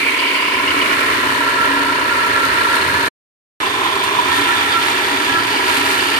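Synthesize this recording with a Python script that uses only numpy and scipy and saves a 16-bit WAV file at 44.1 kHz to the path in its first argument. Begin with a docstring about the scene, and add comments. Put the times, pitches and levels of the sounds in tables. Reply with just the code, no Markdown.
"""Reel mower on a walled lawn

A hand-pushed mower moves away; then the scene changes and it comes back. Each blade strikes the bed knife,
about 33 strokes a second in all: steel scrapes on steel, grass is snipped, gears rattle the frame into rings
and squeals, the grass box drones and the wheels rumble over the turf."""
import sys
import numpy as np
from scipy import signal
from scipy.fft import rfft, irfft, next_fast_len
from scipy.io import wavfile

SR = 44100
rng = np.random.default_rng(int(sys.argv[2]) if len(sys.argv) > 2 else 0)


def wav_record(signal):
    """Record a signal, one row per channel, as 16-bit PCM in the file named by sys.argv[1]."""
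    frames = np.transpose(np.atleast_2d(signal))
    bounded = np.clip(frames, -1, 1)
    # unit amplitude maps onto the largest positive 16-bit level
    quanta = np.round(bounded * 32767).astype(np.int16)
    wavfile.write(sys.argv[1], SR, quanta)


N = 272979
T = np.arange(N) / SR
SIZE = next_fast_len(N, real=True)
HZ = np.fft.rfftfreq(SIZE, 1 / SR)

# the way out and the way back: (start [s], end [s], moment of one blade stroke [s])
PASSES = [(-.02, 3.082, .164), (3.602, 6.25, 3.847)]
# reel speed, surging with each push: (time [s], rate [strokes/s])
REEL_SPEED = [(0, 36.58), (.07, 37.99), (.21, 34.49), (.28, 35.06), (.63, 34.33), (.77, 37.19),
              (.84, 36.37), (.91, 38.51), (1.05, 35.82), (1.47, 33.71), (1.82, 33.24), (1.89, 31.31),
              (2.38, 31.7), (2.45, 33.57), (2.66, 31.76), (2.73, 34.04), (3.08, 32.33), (3.6, 27.82),
              (3.78, 26.52), (3.84, 28.31), (4.01, 25.39), (4.42, 32.42), (4.78, 31.06), (5.24, 34.3),
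              (5.42, 29.18), (5.48, 33.07), (5.71, 33.06), (5.77, 35.76), (5.95, 32.2)]
# bed knife resonances: (pitch [Hz], width [Hz], level [dB])
KNIFE_MODES = [(979, 60, 8), (615, 11, -6.5), (1070, 320, -11)]
# grass box resonances: (pitch [Hz], width [Hz], level [dB])
BOX_MODES = [(283.3, 29, -0.5), (333, 72, -2.5), (384, 27, -2.5), (636.6, 35, -8.5)]
# the crisp tone of a cut stem: (frequency [Hz], level [dB])
SNIP_SPECTRUM = [(1500, -15), (3400, 1), (3900, 9.5), (4600, -0.5), (5700, -5), (7100, -5.5), (8300, -3.5),
                 (9300, -3), (10800, -1), (12500, -5.5), (14000, -11), (15600, -16)]


def amp(db):
    """Decibels to gain."""
    return 10 ** (np.asarray(db) / 20)


def unit(x):
    """Scales to rms 1."""
    return x / np.sqrt(np.mean(x ** 2) + 1e-20)


def curve(points):
    """Joins points by straight lines in log frequency."""
    hz, value = np.transpose(points)
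    return np.interp(np.log(HZ + 1), np.log(hz), value)


def follow(rows):
    """The columns of a time table at every sample."""
    times, *columns = np.transpose(rows)
    return [np.interp(T, times, column) for column in columns]


def bumps(rows, half_s):
    """Brief smooth rises from (time, height) rows."""
    return sum(height * np.exp(-((T - s) / half_s) ** 2) for s, height in rows)


def by_pass(away, back):
    """Joins the way out to the way back."""
    return np.where(T < PASSES[1][0], away, back)


def colour(x, response):
    """Filters by a frequency response."""
    return irfft(rfft(x, SIZE) * response, SIZE)[..., :N]


def body(modes, order=1):
    """Response of ringing modes; order 2 swells before it dies and has steeper skirts."""
    f = HZ + 1e-3
    return sum(amp(db) / (1 + 1j * (f * f - hz * hz) / (f * width)) ** order for hz, width, db in modes)


def resonate(x, hz, width_hz):
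    """A resonance that follows the curve hz."""
    carrier = np.exp(2j * np.pi * np.cumsum(hz) / SR)
    pole = np.exp(-np.pi * width_hz / SR)
    once = signal.lfilter([1 - pole], [1, -pole], x / carrier)
    return (carrier * signal.lfilter([1 - pole], [1, -pole], once)).real


def steady(x, rate_hz=25, share=.55):
    """Evens out swells and dropouts, as in a mode that is driven all the time."""
    power = abs(colour(x ** 2, np.exp(-(HZ / rate_hz) ** 2)))
    return unit(x / (power + 1e-20) ** (share / 2))


def ring(drive, modes):
    """Each mode rings steadily at its own level."""
    return sum(amp(db) * steady(colour(drive, body([(hz, width, 0)]))) for hz, width, db in modes)


def wander(rate_hz):
    """Smooth random drift of rms 1."""
    return unit(colour(rng.standard_normal(N), np.exp(-(HZ / rate_hz) ** 2)))


def clicks(per_s, spread_db):
    """Tiny random impacts of uneven size, arriving by two paths."""
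    hits = rng.random(N) < per_s / SR
    sizes = amp(spread_db * np.clip(rng.standard_normal(N), -2.2, 2.2))
    return unit(hits * sizes * rng.standard_normal((2, N)))


def blows(rows, response, decay_s):
    """Short crunches that ring a body, from (time, peak level) rows."""
    out = np.zeros((2, N))
    for s, db in rows:
        decay = (T >= s) * np.exp(-np.minimum(abs(T - s) / decay_s, 40))
        crunch = colour(rng.standard_normal((2, N)) * decay, response)
        out += amp(db) * crunch / abs(crunch).max()
    return out


def count_strokes():
    """Counts blades passing the knife; a whole number is a stroke."""
    strokes = np.cumsum(follow(REEL_SPEED)[0]) / SR
    return by_pass(*(strokes - np.interp(s, T, strokes) for _, _, s in PASSES))


def swell(strokes, at, depth):
    """A rise and fall once a stroke, peaking at the fraction `at`."""
    return np.exp(depth * np.cos(2 * np.pi * (strokes - at)))


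def fader(near_db, db_per_stroke, db_per_m, cruise_hz=32):
    """Gain of a part: follows the reel's speed around cruising and falls with distance."""
    # how far away the mower is: (time [s], distance [m])
    distance = [(0, 3.5), (3.1, 7), (3.6, 7), (6.19, 3.5)]
    metres = follow(distance)[0]
    speed_db = db_per_stroke * (follow(REEL_SPEED)[0] - cruise_hz)
    return amp(near_db + speed_db - db_per_m * (metres - metres.min()))


def steel():
    """The reel's blades ring faintly with whatever touches them."""
    # blade resonances: (pitch [Hz], width [Hz], level [dB])
    blade_modes = [(2375, 87, -3.5), (2530, 56, -8.5), (2720, 24, -0.5), (3040, 170, -8.5),
                   (3490, 100, -2.5), (3640, 80, -6.5), (4170, 220, -12.5), (4396, 56, 2),
                   (4570, 70, -13.5), (5320, 230, -10), (6430, 370, -2), (7600, 160, 0), (8370, 200, -2.5),
                   (9950, 400, -14)]
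    return 1 + body(blade_modes)


def wheels():
    """Wheels and roller thud over lumps in the turf."""
    # the dull tone of rolling: (frequency [Hz], level [dB])
    rumble = [(15, -48.5), (30, -26), (50, -12), (80, 3.5), (115, 3), (160, -2.5), (220, -5), (400, -28),
              (1000, -63)]
    # lumps under the wheels: (time [s], rise [dB])
    lumps = [(1.35, 1), (2.5, 4.5), (2.92, 7), (3.68, 0), (4.27, 2.5), (5.37, 3.5)]
    thuds = colour(clicks(per_s=3100, spread_db=-1.5), amp(curve(rumble)))
    return amp(bumps(lumps, half_s=.12)) * unit(thuds)


def grass_box(strokes):
    """The grass box drones, shaken just after each stroke; its lowest mode needs speed."""
    knocks = clicks(per_s=1500, spread_db=-1.5) * swell(strokes, at=.22, depth=.11)
    shake = colour(knocks, HZ ** 8 / (HZ ** 8 + 225 ** 8))
    lowest = ring(shake, BOX_MODES[:1]) * fader(-.5, db_per_stroke=1, db_per_m=.5)
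    return unit(lowest + ring(shake, BOX_MODES[1:]))


def box_booms(waver_hz=6.2):
    """Now and then the reel's beat locks onto the grass box: a wavering hum on its lowest mode."""
    # each boom: (time [s], level [dB], half length [s])
    booms = [(0.635, -27.5, 0.017), (.78, -34, 0.058), (1.338, -30, .1), (1.813, -26, 0.14),
             (4.42, -30.5, .06), (5.13, -30, 0.076)]
    level = sum(bumps([(s, amp(db))], half_s) for s, db, half_s in booms)
    paths = []
    for _ in range(2):
        hz = BOX_MODES[0][0] + waver_hz * wander(43.3)
        paths.append(np.sin(2 * np.pi * np.cumsum(hz) / SR) * amp(-wander(31)))
    return level * unit(np.array(paths))


def frame_rattle(strokes, edge_s=.07):
    """Gear teeth rattle the steel frame, hardest between the strokes."""
    # frame resonances: (pitch [Hz], width [Hz], level [dB])
    frame_modes = [(1354, 14, 3), (1414, 50, -1.5), (1675, 34, 0.5), (1745, 70, -8.5), (1809, 29, -1.5),
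                   (2373, 50, -6.5)]
    # the frame shakes loose and rings: (start [s], end [s], rise [dB])
    spells = [(1.35, 1.89, 3), (2.0, 2.78, 4.5), (4.323, 4.85, 3), (5.258, 5.426, 0)]
    loose_db = sum(db * (np.tanh((T - start) / edge_s) - np.tanh((T - end) / edge_s)) / 2
                   for start, end, db in spells)
    teeth = clicks(per_s=2000, spread_db=-2) * swell(strokes, at=.59, depth=.17)
    midrange = HZ ** 4 / (HZ ** 4 + 1100 ** 4) / (1 + (HZ / 3000) ** 4)
    return amp(loose_db) * unit(ring(colour(teeth, midrange), frame_modes))


def frame_squeals(strokes, waver_hz=15, path_rad=-1.7):
    """Rubbing drives modes of the frame into short notes that throb with the blades."""
    # each squeal: (time [s], half length [s], pitch [Hz], level [dB])
    squeals = [(1.485, .012, 1386, -21), (1.538, .015, 1775, -23), (1.621, .035, 1350, -14.5),
               (1.736, .025, 1694, -24), (1.803, 0.048, 1367, -18.5), (1.901, 0.01, 1370, -15.5),
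               (2.127, .012, 1410, -15.5), (2.2, 0.016, 1330, -16), (2.243, .017, 1343, -19),
               (2.365, 0.011, 1710, -16), (2.379, 0.024, 1363, -14.5), (2.437, .018, 1355, -16),
               (2.591, 0.019, 1380, -17), (2.646, 0.024, 1352, -16), (2.709, .022, 1372, -15),
               (2.907, .008, 1660, -15), (2.964, 0.0087, 1720, -17), (4.34, 0.023, 1815, -19.5),
               (4.39, .012, 1350, -19), (4.501, .016, 1354, -17), (4.536, .012, 1740, -18),
               (4.568, 0.018, 1343, -16), (4.659, 0.015, 1345, -22), (4.672, 0.013, 1854, -20),
               (4.769, .024, 1344, -14.5), (5.293, .018, 1663, -18.5), (5.36, 0.032, 1680, -20),
               (5.366, 0.024, 1340, -13.5), (5.612, 0.014, 1697, -23), (5.723, .015, 1617, -22),
               (6.142, 0.013, 1682, -26)]
    waver = np.cumsum(waver_hz * wander(70)) / SR
    out = np.zeros((2, N))
    for s, half_s, hz, db in squeals:
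        near = abs(T - s) < 3 * half_s
        t = T[near] - s
        phase = 2 * np.pi * (hz * t + waver[near])
        out[:, near] += amp(db) * np.exp(-(t / half_s) ** 2 / 2) * np.sin([phase, phase + path_rad])
    return out * swell(strokes, at=.68, depth=.15)


def snipping(strokes):
    """Grass is sheared in two uneven bursts a blade."""
    cuts = clicks(per_s=20000, spread_db=1.5) * amp(.55 * wander(60))
    cuts *= swell(2 * strokes, at=.98, depth=.14) * swell(strokes, at=.16, depth=.1)
    return unit(colour(cuts, amp(curve(SNIP_SPECTRUM)) * steel()))


def dry_stalks():
    """Dry stalks snap with a bright crunch."""
    # each snap: (time [s], peak level [dB])
    snaps = [(2.452, -15), (2.755, -15), (3.055, -15), (4.038, -14), (5.77, -11), (5.912, -13.5)]
    return blows(snaps, amp(curve(SNIP_SPECTRUM)), decay_s=.017)


def shearing(strokes):
    """Each blade rasps along the knife in a burst of slips that ring two broad resonances."""
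    # the resonances shift with the mower's angle:
    # (time [s], level [dB], lower [Hz], upper [Hz], upper against lower [dB])
    shear = [(0, -29, 3245, 4490, -7), (.3, -22.5, 2900, 4500, -10), (.75, -29.5, 2870, 5220, -12),
             (1.4, -30.5, 2940, 4330, -10.5), (2.2, -33.5, 2880, 4330, -2), (3.08, -30, 2870, 4150, 4.5),
             (3.6, -29.5, 3520, 4500, -7), (4.4, -25.5, 3520, 4450, -8.5), (5.2, -27.5, 3510, 4570, -3),
             (5.5, -29, 2915, 4570, -0.5), (5.8, -25.5, 2660, 4660, -3.5), (6.19, -24.5, 2950, 4560, -3.5)]
    level_db, lower_hz, upper_hz, upper_db = follow(shear)
    slips = clicks(per_s=9000, spread_db=-.5) * swell(strokes, at=.98, depth=.27) * amp(2.4 * wander(25))
    lower = unit(resonate(slips, lower_hz, width_hz=540))
    upper = unit(resonate(slips, upper_hz, width_hz=650))
    return amp(level_db) * (lower + amp(upper_db) * upper) / np.hypot(1, amp(upper_db))


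def edge_rasps():
    """Single sharp rasps of a blade's edge along the knife."""
    # each rasp: (time [s], peak level [dB])
    rasps = [(.305, -13.5), (.387, -23), (.677, -10.5), (.704, -10.5), (.813, -10.5), (5.083, -16.5),
             (5.722, -16), (5.987, -16), (6.139, -13)]
    # their ring: (pitch [Hz], width [Hz], level [dB])
    rasp_modes = [(2900, 370, 4), (3040, 200, -6), (4530, 300, -10)]
    return blows(rasps, body(rasp_modes, order=2), decay_s=.011)


def blade_catch():
    """A blade catches hard and clanks the knife."""
    # the catch: (time [s], peak level [dB])
    catches = [(4.188, -5)]
    return blows(catches, body(KNIFE_MODES, order=2), decay_s=.001)


def stroke_tone(strokes, pitch_hz, peak_at=.175, glide=.2, uneven_db=.5, scatter_rad=.42):
    """The contact point runs along the knife with each blade: a short note that sinks in pitch."""
    blade = (np.floor(strokes) - np.floor(strokes.min())).astype(int)
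    age = strokes % 1
    size, direct, indirect = rng.standard_normal((blade.max() + 1, 3))[blade].T
    new_blade = np.diff(blade, prepend=-1) != 0
    onset = np.maximum.accumulate(np.arange(N) * new_blade)
    cycles = pitch_hz[onset] * (age - glide * age ** 2 / 2) / follow(REEL_SPEED)[0]
    envelope = (age / peak_at) ** 2 * np.exp(-2 * age / peak_at) * amp(uneven_db * size + wander(150))
    # the indirect path arrives out of step
    phase = np.array([scatter_rad * direct, np.pi / 2 + scatter_rad * (direct + indirect)])
    return unit(envelope * np.sin(2 * np.pi * cycles + phase))


def bed_knife(strokes, clean, pitch_hz):
    """Every blade wipes the knife in a clean stroke, or chatters along it."""
    # how hard the blades press on the knife: (time [s], level [dB])
    pressure = [(0, -14.5), (.22, -2.5), (.6, -0.5), (.95, -4), (1.7, -0.5), (3.05, -3), (3.7, 0),
                (4.4, 1.5), (4.7, -3.5), (5.5, -2.5), (5.72, -1), (5.95, -5)]
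    taps = clicks(per_s=2500, spread_db=-1.5) * swell(strokes, at=.15, depth=.14)
    chatter = steady(colour(taps, body(KNIFE_MODES, order=2)))
    clean = np.clip(clean, 0, 1)
    blend = np.sqrt(clean) * stroke_tone(strokes, pitch_hz) + np.sqrt(1 - clean) * chatter
    return amp(follow(pressure)[0]) * blend


def scrape(strokes, centre_hz, focus_db):
    """Steel rubs on steel in gritty slips; the brightest band shifts as the mower turns and moves."""
    # its tone from behind, then from the front: (frequency [Hz], level [dB])
    spectra = [
        [(170, -14), (320, -11.5), (500, -1.5), (630, 3), (760, -26), (880, 2.5), (1030, 8), (1200, 4),
         (1400, 9), (1540, 5), (1780, 6), (2100, 2), (2450, 2), (2650, -1.5), (3350, -5.5), (3750, -9),
         (4250, -9.5), (5000, -13.5), (12000, -40.5)],
        [(180, -38.5), (380, 6), (540, -24.5), (640, 1), (730, -14.5), (810, 4), (1150, 3), (1500, 3.5),
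         (1900, 2), (2150, 2.5), (2420, 3.5), (2600, 0), (3250, -2), (3630, -4), (3800, -6), (4700, -19.5),
         (5400, -14), (12000, -31.5)],
    ]
    slips = clicks(per_s=10000, spread_db=2) * swell(strokes, at=.45, depth=.1) * amp(.5 * wander(70))
    grit = colour(slips, steel())
    wide = by_pass(*(unit(colour(grit, amp(curve(side)))) for side in spectra))
    swapped = grit[::-1]
    band = resonate(swapped, centre_hz, width_hz=810)
    band -= amp(-17.5) * resonate(swapped, 1.4 * centre_hz, width_hz=670)
    focus = amp(focus_db - 1)
    return (wide + focus * unit(band)) / np.hypot(1, focus)


def stereo_image(paths):
    """Two paths become left and right: alike in the bass, left earlier, right shaded in the treble."""
    # how alike the sides are: (frequency [Hz], likeness [0-1])
    likeness = [(30, .7), (70, .93), (250, .98), (450, .96), (680, .2), (830, .65), (1000, .88),
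                (1350, .45), (1700, .6), (1950, .2), (2150, .25), (2350, .58), (3050, .55), (3300, .3),
                (3700, .55), (4400, .5), (6000, .2), (15000, .15)]
    # balance on each pass: (frequency [Hz], left minus right [dB])
    balances = [
        [(100, -1), (300, 0), (520, -5.5), (680, -4.5), (1000, 3), (1400, -4), (2200, -5.5), (2800, -1),
         (3400, 8), (4200, 17.5), (6500, 23), (8700, 28), (11000, 20.5), (15000, 21.5)],
        [(100, -0.5), (300, -0.5), (450, -6), (620, 5), (1000, -2.5), (1300, -6), (1600, 0.5), (2100, -3.5),
         (3400, -7), (4200, 4.5), (5600, 4.5), (8700, 26.5), (11000, 10.5), (15000, 21)],
    ]
    # the left side hears the mower first: (frequency [Hz], lead [rad])
    lead = [(30, 0), (450, .45), (1000, 1.35), (1270, 2.5), (1350, 3.8), (1550, 4.2), (1900, 5.1),
            (2200, 6.7), (2350, 7.9), (2520, 9.3), (2750, 12.1), (3400, 15.1), (4300, 17.7), (5600, 19.2),
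            (15000, 40)]
    first, second = rfft(paths, SIZE)
    same = np.clip(curve(likeness), 0, 1)
    left = first * np.exp(1j * curve(lead))
    right = same * first + np.sqrt(1 - same ** 2) * second
    heard = []
    for balance in balances:
        ratio = amp(curve(balance))
        panned = np.array([ratio * left, right]) * np.sqrt(2 / (1 + ratio ** 2))
        heard.append(irfft(panned, SIZE)[:, :N])
    return by_pass(*heard)


def scene():
    """The reel sets the pulse; thick grass loads the cut, and a tight contact sharpens the scrape."""
    # how the blades meet the knife: (time [s], clean stroke against chatter [0-1],
    # stroke pitch [Hz], scrape centre [Hz], its prominence [dB])
    contact = [(0, .9, 1037, 2260, 3.5), (.55, 0.88, 1072, 2300, -2), (.95, 1, 1105, 2160, -6),
               (1.4, 1, 1030, 1720, -13), (2, 0.86, 1019, 1710, -20), (3, .9, 1012, 1700, -7),
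               (3.6, 0.9, 1078, 1100, -6.5), (4.2, 0.6, 1084, 1091, -9), (4.6, 0.3, 1018, 1698, -15),
               (5.4, 0, 1002, 1707, -14.5), (6.2, .2, 1046, 2170, -28)]
    # how much grass the blades meet: (time [s], level [dB])
    grass = [(0, -2.5), (.55, -2.5), (1.15, 1), (1.95, 0.5), (2.75, 4.5), (3.6, 3), (4.6, 3), (5.5, 0.8),
             (6.19, 3)]
    # thicker tufts: (time [s], rise [dB])
    tufts = [(4.37, 4), (4.86, 3), (5.72, 4), (5.9, 2)]
    strokes = count_strokes()
    clean, pitch_hz, centre_hz, focus_db = follow(contact)
    grass_db = follow(grass)[0] + bumps(tufts, half_s=.0533)
    roll_in_db = -11 * np.maximum(1 - (T / .72) ** 2, 0)  # rumble and rattle build up at first
    load_db = .37 * grass_db + .97 * amp(focus_db)
    rattle_db = .95 * roll_in_db + .3 * grass_db

    mower = amp(roll_in_db - 41) * wheels()
    mower += fader(-26, db_per_stroke=-.17, db_per_m=.37) * amp(.36 * roll_in_db) * grass_box(strokes)
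    mower += box_booms()
    mower += amp(-24) * bed_knife(strokes, clean, pitch_hz)
    mower += fader(-22, db_per_stroke=.2, db_per_m=1.1) * amp(rattle_db) * frame_rattle(strokes)
    mower += frame_squeals(strokes)
    scrape_gain = fader(-19.5, db_per_stroke=.29, db_per_m=.04) * amp(load_db)
    mower += scrape_gain * scrape(strokes, centre_hz, focus_db)
    mower += fader(-29, db_per_stroke=.4, db_per_m=1.15) * amp(grass_db) * snipping(strokes)
    mower += blade_catch() + dry_stalks() + shearing(strokes) + edge_rasps()
    return stereo_image(mower)


def record(dry, release_s=.0022, ceiling=.85, cutoff_hz=15500):
    """Gates the sound to the two passes, rounds the tallest peaks and trims the top end."""
    gate = sum((T >= start) * np.exp(-np.clip((T - end) / release_s, 0, 40)) for start, end, _ in PASSES)
    gated = dry * gate
    rounded = gated / (1 + (gated / ceiling) ** 8) ** (1 / 8)
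    lowpass = signal.firwin(511, cutoff_hz, window=("kaiser", 9), fs=SR)
    return signal.oaconvolve(rounded, lowpass[None], "same")


dry = scene()
out = record(dry)
wav_record(out)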